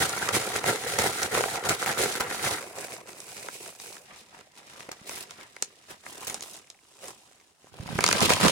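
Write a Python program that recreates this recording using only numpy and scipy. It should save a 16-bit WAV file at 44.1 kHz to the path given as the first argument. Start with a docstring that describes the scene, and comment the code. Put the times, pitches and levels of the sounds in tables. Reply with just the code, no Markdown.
"""In a small soft bedroom a workbook on a bed is first jerked by hard tugs, its pages flapping and ripping.
A slow pull follows, then gripping and leafing with a ticking spine; last, a page is crushed beside the microphone.
Hand work is shaped noise: air pushes below, sheet buckling in the middle, tiny fibre cracks on top.
Creases are chirped clicks, rips are fading bursts of cracks, and bumps are short decaying sines.
Sparse reflections and a faint hush surround them; two microphone ports hear it all in stereo."""
import sys
import numpy as np
from scipy import signal
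from scipy.fft import rfft, irfft
from scipy.io import wavfile
from scipy.ndimage import uniform_filter1d

SR = 44100
rng = np.random.default_rng(int(sys.argv[2]) if len(sys.argv) > 2 else 0)


def wrap_up_sound(samples):
    """Save the sound to the file named by the first command line argument, as 16-bit audio."""
    columns = np.atleast_2d(samples).T
    # keep every value between -1 and 1, then stretch to whole-number steps
    tamed = np.clip(columns, -1, 1)
    steps = np.round(tamed * 32767).astype(np.int16)
    wavfile.write(sys.argv[1], SR, steps)


N = 375286  # length in samples

# spectrum of the background hush: [f/Hz, gain/dB]
HUSH_COLOUR = [(50, -7), (15000, -20)]
# decay time of the bedroom's reflections: [f/Hz, T60/s]
ROOM_T60 = [(8000, 0.1), (15000, 0.022)]
# the microphone dulls its top: [f/Hz, gain/dB]
TOP_SHELF = [(10200, 0.5), (11600, -7.5)]
# left port against right port: [f/Hz, level difference/dB]
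PORT_BALANCE = [(380, -3), (1290, 0), (4400, 1), (8120, -3.5), (15000, -7)]
# when ripping, pulling, gripping, leafing and crushing begin, and the end: [t/s]
STAGE_TIMES = [0, 2.6, 4.05, 6.0, 7.7, 8.515]
# colour of the paper in each stage: [f/Hz, gain/dB]
RIPPING_COLOUR = [(40, -4.5), (110, 2.5), (290, -5.5), (470, 4), (600, -2.5), (760, 2), (1080, -6),
                  (1400, 4), (1680, -4), (2050, -1), (3000, -13), (15500, -15)]
PULLING_COLOUR = [(50, -10), (123, -1.5), (247, -4.5), (472, 3), (1000, -2.5), (2450, -3.5), (3140, -14),
                  (9000, -13), (15500, -13)]
GRIPPING_COLOUR = [(130, 0), (560, 1), (2000, -1), (3100, -7.5), (8000, -12), (15500, -17.5)]
LEAFING_COLOUR = [(100, -3.5), (900, -5), (1600, -10), (4600, -7), (7500, -6.5), (15500, -14)]
CRUSHING_COLOUR = [(40, -2), (120, 1.5), (1200, 0.5), (1650, -3.5), (7000, -18), (15500, -20)]
# colours of a crease's hollow pop and of its bright crack: [f/Hz, gain/dB]
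POP_COLOUR = [(150, -12), (450, -2.5), (2400, -3.5), (4000, -38.5)]
CRACK_COLOUR = [(1500, -21.5), (3300, -2.5), (6500, 1.5), (16000, -13.5)]
# the book knocks against the bedding and the fingers: [t/s, envelope peak level/dB, f/Hz]
BUMPS = [(4.888, -34, 380), (5.014, -42, 170), (7.644, -42, 440), (7.671, -42, 900), (7.741, -38, 630),
         (7.788, -33, 950), (7.799, -28.5, 105), (7.859, -31, 164), (7.954, -22, 146), (7.987, -19, 215),
         (8.303, -18.5, 200)]
# the spine ticks as it is bent back: [t/s]
CREAK_TIMES = [6.644, 6.678, 6.746, 6.79, 7.4]
# the held paper stirs between strokes and swells as it nears the microphone at the end:
# [t/s, buckling level/dB, fibre rubbing level/dB]
RUSTLE = [(0, -36.5, -38.5), (2.17, -37.5, -36.5), (2.27, -36.5, -47.5), (2.36, -34.5, -25),
          (2.6, -41.5, -45), (2.67, -47.5, -50), (3.02, -55, -65), (3.4, -65, -50.5), (4.05, -58.5, -59.5),
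          (4.5, -68, -67.5), (4.75, -56, -59), (5.85, -65.5, -63.5), (6.45, -56, -61), (6.78, -70, -68.5),
          (7.049, -60, -57.5), (7.569, -70.5, -71), (8.13, -31, -34), (8.51, -38.5, -34)]
# the hand pauses and the rustle sinks: [t/s, half-width/s, level change/dB]
LULLS = [(0.79, 0.035, -4), (1.774, 0.023, -7), (7.55, 0.033, -4.5), (7.712, 0.012, -9)]
# the book is jerked by its pages: [t/s, length/s, buckling level/dB, tearing level/dB]
TUGS = [(0.008, 0.03, -27.5, -28), (0.346, 0.016, -25.5, -27), (0.672, 0.029, -27, -30),
        (0.987, 0.085, -28.5, -32), (1.342, 0.046, -28, -33), (1.689, 0.039, -29.5, -35),
        (1.991, 0.053, -30.5, -30.5), (2.455, 0.016, -30, -32)]
# between tugs the book swings back and its pages flap: [t/s, length/s, buckling level/dB, rubbing level/dB]
FLAPS = [(0.219, 0.051, -34, -37), (0.56, 0.0059, -31, -32.5), (0.873, 0.068, -35, -36),
         (1.204, 0.051, -34.5, -35), (1.548, 0.021, -36, -40.5), (1.657, 0.022, -31.5, -36.5),
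         (1.864, 0.048, -31.5, -35), (2.52, 0.011, -31.5, -34)]
# the slow tear advances in separate pulls: [t/s, length/s, buckling level/dB, tearing level/dB]
PULLS = [(2.77, 0.079, -42.5, -43), (2.913, 0.024, -44, -43), (3.082, 0.025, -49.5, -49.5),
         (3.167, 0.063, -52, -51), (3.272, 0.19, -50.5, -48.5), (3.532, 0.02, -53.5, -44),
         (3.608, 0.075, -50.5, -47), (3.807, 0.065, -56, -47), (3.892, 0.057, -55, -50)]
# the hand grips, slides over and turns pages: [t/s, length/s, buckling level/dB, rubbing level/dB]
SWIPES = [(4.107, 0.038, -51.5, -66), (4.169, 0.041, -66, -55.5), (4.338, 0.071, -54, -61.5),
          (4.574, 0.017, -58.5, -56), (4.67, 0.071, -59, -58), (4.774, 0.054, -54, -55),
          (5.077, 0.15, -49, -47), (5.303, 0.038, -55.5, -58.5), (5.388, 0.055, -52.5, -56.5),
          (5.904, 0.014, -47, -49.5), (6.063, 0.26, -50.5, -52), (6.225, 0.15, -49.5, -52),
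          (6.418, 0.16, -57.5, -51.5), (7.031, 0.073, -49, -51.5)]
# the fist closes on the page by the microphone: [t/s, length/s, buckling level/dB, cracking level/dB]
SQUEEZES = [(7.897, 0.011, -40.5, -53), (8.227, 0.028, -25.5, -24), (8.297, 0.039, -29.5, -27),
            (8.422, 0.075, -31, -28)]
# creases that snap through: [t/s, pop level/dB, crack level/dB, ringing f/Hz]
SNAPS = [(0.0934, -29, -17, 8700), (0.288, -15.5, -15.5, 1400), (0.5618, -23, -21, 5900),
         (0.64, -19, -36, 780), (0.9871, -13, -16, 750), (1.2305, -24, -16, 5700), (1.406, -15, -30, 620),
         (1.4372, -14, -27, 800), (1.8252, -17.5, -31, 1400), (3.2026, -44, -28, 9400),
         (3.4848, -26, -32, 1160), (3.799, -36, -31, 5200), (3.9665, -34, -38, 1410),
         (4.8047, -32, -35, 2100), (4.8895, -29, -41, 420), (5.0932, -29, -26, 7000),
         (5.308, -37, -30, 2000), (5.5642, -31, -38, 1900), (5.6236, -25, -10.5, 7200),
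         (6.0632, -27, -41, 1900), (6.2977, -29, -24, 8200), (6.3432, -33, -19, 7200),
         (6.4072, -39, -25, 6000), (6.7007, -46, -32, 4600), (7.0816, -38, -29, 8400),
         (7.9875, -9, -25, 650), (8.0065, -20, -17, 1430), (8.0395, -6.5, -8.5, 1650),
         (8.0629, -16, -9.5, 4800), (8.0772, -18, -11, 4200), (8.0878, -13, -11, 1140),
         (8.1114, -14.5, -15, 1730), (8.1271, -14, -8.5, 1620), (8.205, -24, -14, 4800),
         (8.2146, -12, -17, 900), (8.3025, -11, -16, 550), (8.321, -13, -20, 450), (8.4815, -13, -13, 4400)]
# the paper gives way in short, sudden runs: [t/s, starting level/dB, fading time/s]
RIPS = [(0.986, -17.5, 0.006), (1.217, -22, 0.009), (1.689, -18.5, 0.009), (1.861, -21, 0.011),
        (2.199, -20, 0.014), (4.914, -35, 0.009), (6.269, -30.5, 0.02), (6.423, -32, 0.008),
        (8.396, -23.5, 0.02)]


def gain_of(db):
    """Decibels to amplitude."""
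    return 10 ** (np.asarray(db) / 20)


def evened(x):
    """Scales a stereo sound so that its middle has rms 1."""
    return x / np.sqrt(np.mean(x.mean(0) ** 2) + 1e-20)


def read(points, hz):
    """Reads a spectrum table on a log-frequency axis."""
    f, value = np.transpose(points)
    return np.interp(np.log(hz + 1), np.log(f + 1), value)


def add(mix, s, sound):
    """Mixes a stereo sound in at s seconds."""
    part = mix[:, max(round(s * SR), 0):][:, :sound.shape[1]]
    part += sound[:, :part.shape[1]]


def tint(x, db_at, size=2048):
    """Causal minimum-phase filter whose gain in dB is db_at(Hz), so that attacks stay sharp."""
    hz = abs(np.fft.fftfreq(size, 1 / SR))
    log_gain = np.log(np.maximum(gain_of(db_at(hz)), 1e-5))
    spectrum = np.exp(np.conj(signal.hilbert(log_gain)))
    taps = np.fft.ifft(spectrum).real[..., :size // 2]
    return signal.oaconvolve(x, np.atleast_2d(taps), axes=1)[:, :x.shape[1]]


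def band_db(hz, low_hz, high_hz, order=8):
    """Gain in dB of a band with steep skirts."""
    low_skirt = 1 + (low_hz / (hz + 1)) ** order
    high_skirt = 1 + (hz / high_hz) ** order
    return -10 * np.log10(low_skirt * high_skirt)


def room_hush(level_db=-72):
    """The quiet of the place: steady noise, independent at each port, in the colour of the hush."""
    noise = rng.standard_normal((2, N))
    return gain_of(level_db) * evened(tint(noise, lambda hz: read(HUSH_COLOUR, hz)))


def bedroom(x, low_hz=300, size=14000):
    """Sparse reflections from near walls, thin in the bass and quickly soaked up by the bed."""
    signs = rng.choice([-1., 1.], (2, size))
    present = rng.random((2, size)) < .08
    taps = signs * present * (np.arange(size) > .003 * SR)  # nothing returns in the first 3 ms
    hz, t, z = signal.stft(taps, SR, nperseg=256)
    z = z * (hz / (hz + low_hz))[:, None]
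    decay = gain_of(-60 * t / read(ROOM_T60, hz)[:, None])
    tail = signal.istft(z * decay, SR, nperseg=256)[1]
    return signal.oaconvolve(x, tail / np.linalg.norm(tail[0]), axes=1)[:, :N]


def bump(s, peak_db, hz, swell_cycles=0.28, size=4096):
    """A soft blow of a few cycles, smothered by the bedding or the hand: a sine that swells and dies."""
    turns = hz * np.arange(size) / SR
    envelope = turns / swell_cycles * np.exp(1 - turns / swell_cycles)
    wave = envelope * np.sin(2 * np.pi * turns)
    return s, gain_of(peak_db) * np.array([wave, wave])


def spine_creak(s):
    """The bent spine ticks: a faint, high blow that swells for one cycle."""
    return bump(s, peak_db=-49, hz=2230, swell_cycles=1.0)


def effort(stage, strokes, rise_s, fall_s):
    """Strokes build up, hold and die away over rustle with lulls: rows of (t/s, buckling/dB, tearing/dB)."""
    t = np.arange(STAGE_TIMES[stage], STAGE_TIMES[stage + 1] + .005, .001)
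    s, *levels = np.transpose(RUSTLE)
    # the page goes slack before each tug: level changes for buckling and tearing
    slack_db, slack_lead_s, slack_width_s = [-6, -15], 0.077, 0.049
    slack = sum(np.exp(-((t - tug[0] + slack_lead_s) / slack_width_s) ** 2) for tug in TUGS)
    rustle_db = [np.interp(t, s, db) + dip * slack for db, dip in zip(levels, slack_db)]
    power = gain_of(rustle_db) ** 2
    for start, length, *db in strokes:
        rise = np.minimum(t - start, 0) / rise_s
        fall = np.maximum(t - start - length, 0) / fall_s
        power = power + np.outer(gain_of(db), np.exp(rise - fall)) ** 2
    # pulled taut just before it rips, the sheet goes quiet
    before_s, taut_s, taut_db = .005, .008, -5.5
    taut = [(row[0] - before_s, taut_s, taut_db) for row in RIPS]
    lull_db = sum(db * np.exp(-((t - at) / width) ** 2) for at, width, db in list(LULLS) + taut)
    return np.column_stack([t, (10 * np.log10(power) + lull_db).T])


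def snap(s, pop_db, crack_db, hz, lag_s=0.0013, flip_s=0.00078, scatter=0.45,
         ring_db=8, ring_octaves=0.88, trim_db=-0.55, size=1024):
    """A crease clicks and shivers; bending waves carry its treble out first, and the facet rings at hz."""
    bins, t = np.fft.rfftfreq(size, 1 / SR), np.arange(size) / SR
    delay = lag_s * np.sqrt(8000 / (bins + 800))
    phase = 2 * np.pi * np.cumsum(delay - delay.min()) * SR / size
    chirp = irfft(np.exp(-1j * phase))
    shiver = rng.standard_normal((2, size)) * t / flip_s * np.exp(-t / flip_s)
    flip = signal.unit_impulse(size) + scatter * shiver
    wave = signal.fftconvolve(flip, chirp[None], axes=1)

    def ringing(f):
        return ring_db * np.exp(-(np.log2((f + 1) / hz) / ring_octaves) ** 2)

    out = 0
    for colour, db in [(POP_COLOUR, pop_db), (CRACK_COLOUR, crack_db)]:
        x = tint(wave, lambda f: read(colour, f) + ringing(f))
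        out = out + gain_of(db + trim_db) * x / abs(x.mean(0)).max()
    return s, out


def crinkles(work, count, over_db, limit_db, low_hz, high_hz):
    """Small creases of all sizes flip at random moments, louder as the hand works harder, up to a limit."""
    out = np.zeros((2, N))
    for when, stiffness, pop_size, crack_size in rng.random((count, 4)):
        s, buckling, tearing = work[int(when * len(work))]
        drive_db = np.minimum([buckling, tearing], limit_db)
        pop_db, crack_db = drive_db + over_db - 10 * np.array([pop_size, crack_size])
        add(out, *snap(s, pop_db, crack_db, low_hz * (high_hz / low_hz) ** stiffness))
    return out


def judder(start_s, length_s, hz, level_db, jitter=0.2, rasp_gain=0.5 * gain_of(-1), left_db=-7):
    """The page sticks and slips along an edge by the right port: a low buzz with a rasp at each slip."""
    t = np.arange(0, length_s, 1 / SR)
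    wobble = uniform_filter1d(rng.standard_normal(N), size=200)
    turns = np.cumsum(hz * (1 + jitter * wobble[:len(t)] / wobble.std())) / SR
    slips = np.exp(-2 * (turns % 1)) * rng.standard_normal((2, len(t)))
    rasp = tint(slips, lambda f: read(POP_COLOUR, f) + read(CRUSHING_COLOUR, f))
    buzz = gain_of([[left_db], [0]]) * np.sin(2 * np.pi * turns)
    wave = buzz + rasp_gain * evened(rasp)
    return start_s, gain_of(level_db) * wave * signal.windows.tukey(len(t), .25)


def crackle(n, per_s, spread_db, clump_db, clump_s, ring_s, rub, port_s, count=14, size=256):
    """Tiny cracks of very unequal size, in clumps, from many facets of the sheet, over smooth rubbing."""
    t = np.arange(size) / SR
    knots = np.arange(0, n + SR * clump_s, SR * clump_s)
    clumps = gain_of(clump_db * np.interp(np.arange(n), knots, rng.standard_normal(n)[:len(knots)]))
    sizes = gain_of(spread_db * np.minimum(rng.exponential(1, n), 5))
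    cracks = sizes * (rng.random(n) < per_s / SR) * rng.choice([-1, 1], n)
    facet, out = rng.integers(0, count, n), np.zeros((2, n))
    hz = np.fft.rfftfreq(2 * size, 1 / SR)
    for k, bearing in enumerate(np.linspace(-1, 1, count)):
        # each facet rings in its own way; its bearing sets the time difference between the ports
        ring = rfft(rng.standard_normal(size) * np.exp(-t / ring_s), 2 * size)
        delay = port_s * (1 + bearing * np.array([[-.5], [.5]]))
        heard = irfft(ring * np.exp(-2j * np.pi * hz * delay))
        out += signal.oaconvolve((cracks * (facet == k))[None], heard, axes=1)[:, :n]
    out = (out / out.std() + rub * rng.standard_normal((2, n))) * clumps
    # the hand feeds in energy steadily: a big crack leaves less for its neighbours
    return out / np.sqrt(uniform_filter1d((out ** 2).mean(0), size=1400) + 1e-9)


def rip(s, level_db, fade_s, bright_db=1.5, size=4096):
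    """A whole row of fibres fails at once, then the tear runs out, in the colour of that stage's paper."""
    fibres = crackle(size, per_s=5000, spread_db=5.0, clump_db=-5.0, clump_s=0.00076,
                     ring_s=0.00037, rub=0.1, port_s=0.00027, count=6)
    colours = [RIPPING_COLOUR, PULLING_COLOUR, GRIPPING_COLOUR, LEAFING_COLOUR, CRUSHING_COLOUR]
    colour = colours[np.searchsorted(STAGE_TIMES, s) - 1]
    voiced = tint(fibres, lambda hz: read(colour, hz) + bright_db * np.log2(hz + 1))  # dB an octave
    return s, gain_of(level_db) * evened(voiced) * np.exp(-np.arange(size) / SR / fade_s)


def air_push(n, apart, lump_db=4.5):
    """Sheets shove the air; the larger apart is, the lumpier the draught and the more it buffets the right port."""
    lumps = uniform_filter1d(rng.standard_normal(n), size=700)
    buffets = np.array([[.5], [2]]) * rng.standard_normal((2, n))
    draught = rng.standard_normal(n) + apart * buffets
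    return draught * gain_of(apart * lump_db * lumps / lumps.std())


def flex(x, patch_db=3.5, size=512):
    """As the sheet bends, its resonances wander: passing peaks and dips in the colour."""
    overlap = 3 * size // 4
    z = signal.stft(x, nperseg=size, noverlap=overlap)[2]
    patches = uniform_filter1d(rng.standard_normal(z.shape[1:]), size=3, axis=0)  # across frequency
    patches = uniform_filter1d(patches, size=12, axis=1)  # along time
    # crowded high modes average out
    depth = patch_db / (1 + np.fft.rfftfreq(size, 1 / SR)[:, None] / 5000)
    flexed = z * gain_of(depth * patches / patches.std())
    return signal.istft(flexed, nperseg=size, noverlap=overlap)[1][:, :x.shape[1]]


def brighten(x, work, from_db, growth, edge_hz=10500):
    """The harder a page is rubbed, the more its top sizzles: growth dB for each dB of rubbing over from_db."""
    top = signal.sosfiltfilt(signal.butter(2, edge_hz, "high", fs=SR, output="sos"), x)
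    rubbing_db = growth * np.maximum(work[:, 2] - from_db, 0)
    extra_db = np.interp(np.arange(N) / SR, work[:, 0], rubbing_db, left=0, right=0)
    return x + top * (gain_of(extra_db) - 1)


def handling(rows, colour, air_db, fibre_spread_db, buckle_spread_db=1.5, air_growth=0.78, apart=0.066,
             buckles_per_s=1300, fibres_per_s=1700, clump_db=3.2):
    """One stage of hand work: low air pushes, buckling of the sheet, and bright cracks of its fibres."""
    s, buckling, tearing = np.transpose(rows)
    t = np.arange(s[0], s[-1], 1 / SR)
    # air level follows the buckling, its swings scaled by air_growth: a faster sheet moves more air
    pushing = buckling.mean() + air_growth * (buckling - buckling.mean())
    air = air_push(len(t), apart)
    buckles = flex(crackle(len(t), buckles_per_s, buckle_spread_db, clump_db, clump_s=.009,
                           ring_s=0.00091, rub=.22, port_s=0.00028))
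    fibres = crackle(len(t), fibres_per_s, fibre_spread_db, clump_db, clump_s=0.01,
                     ring_s=0.002, rub=.5, port_s=0.0004235)
    edges_hz = [25, 250, 2800, 18000]
    out = 0
    for k, (drive, level_db) in enumerate([(air, pushing + air_db), (buckles, buckling), (fibres, tearing)]):
        voiced = tint(drive, lambda hz: read(colour, hz) + band_db(hz, edges_hz[k], edges_hz[k + 1]))
        out = out + evened(voiced) * gain_of(np.interp(t, s, level_db))
    return s[0], out * signal.windows.tukey(len(t), 400 / len(t))  # fades of 200 samples


def scene():
    """Tugs, pulling, gripping, leafing and crushing, with their snaps, rips and bumps, in the quiet room."""
    RIP, PULL, GRIP, LEAF, CRUSH = range(5)
    ripping = effort(RIP, TUGS + FLAPS, rise_s=0.017, fall_s=0.023)
    pulling = effort(PULL, PULLS, rise_s=0.013, fall_s=0.038)
    gripping = effort(GRIP, SWIPES, rise_s=0.017, fall_s=0.02)
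    leafing = effort(LEAF, SWIPES, rise_s=0.017, fall_s=0.02)
    crushing = effort(CRUSH, SQUEEZES, rise_s=0.0073, fall_s=0.0072)

    paper = np.zeros((2, N))
    add(paper, *handling(ripping, RIPPING_COLOUR, air_db=-14, air_growth=1.38, fibre_spread_db=-0.5))
    add(paper, *handling(pulling, PULLING_COLOUR, air_db=-12.0, fibre_spread_db=0.5))
    add(paper, *handling(gripping, GRIPPING_COLOUR, air_db=-10, fibre_spread_db=3.0))
    add(paper, *handling(leafing, LEAFING_COLOUR, air_db=-11.0, fibre_spread_db=3.5))
    add(paper, *handling(crushing, CRUSHING_COLOUR, air_db=-2.5, apart=0.87, buckle_spread_db=3.5,
                         fibre_spread_db=3.5, buckles_per_s=800))
    paper = brighten(paper, np.vstack([gripping, leafing]), from_db=-57.0, growth=1.0)

    work = np.vstack([ripping, pulling, gripping, leafing, crushing])
    paper += crinkles(work, count=240, over_db=14.5, limit_db=-38, low_hz=800, high_hz=8000)
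    for source, table in [(snap, SNAPS), (rip, RIPS), (bump, BUMPS)]:
        for row in table:
            add(paper, *source(*row))
    for s in CREAK_TIMES:
        add(paper, *spine_creak(s))
    add(paper, *judder(start_s=8.427, length_s=0.052, hz=221.5, level_db=-17.0))

    room_db = -12
    return paper + gain_of(room_db) * bedroom(paper) + room_hush()


def record(dry, low_cut_hz=40, edge_hz=16100):
    """The microphone sheds deep bass, dulls the top, colours its two ports differently and ends at edge_hz."""
    lean = signal.sosfilt(signal.butter(2, low_cut_hz, "high", fs=SR, output="sos"), dry)
    halves = np.array([[.5], [-.5]])  # the balance is shared between left and right
    ported = tint(lean, lambda hz: read(TOP_SHELF, hz) + read(PORT_BALANCE, hz) * halves)
    band_limit = signal.firwin(511, edge_hz, window=("kaiser", 9), fs=SR)
    return signal.oaconvolve(ported, band_limit[None], "same", axes=1)


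dry = scene()
out = record(dry)
wrap_up_sound(out)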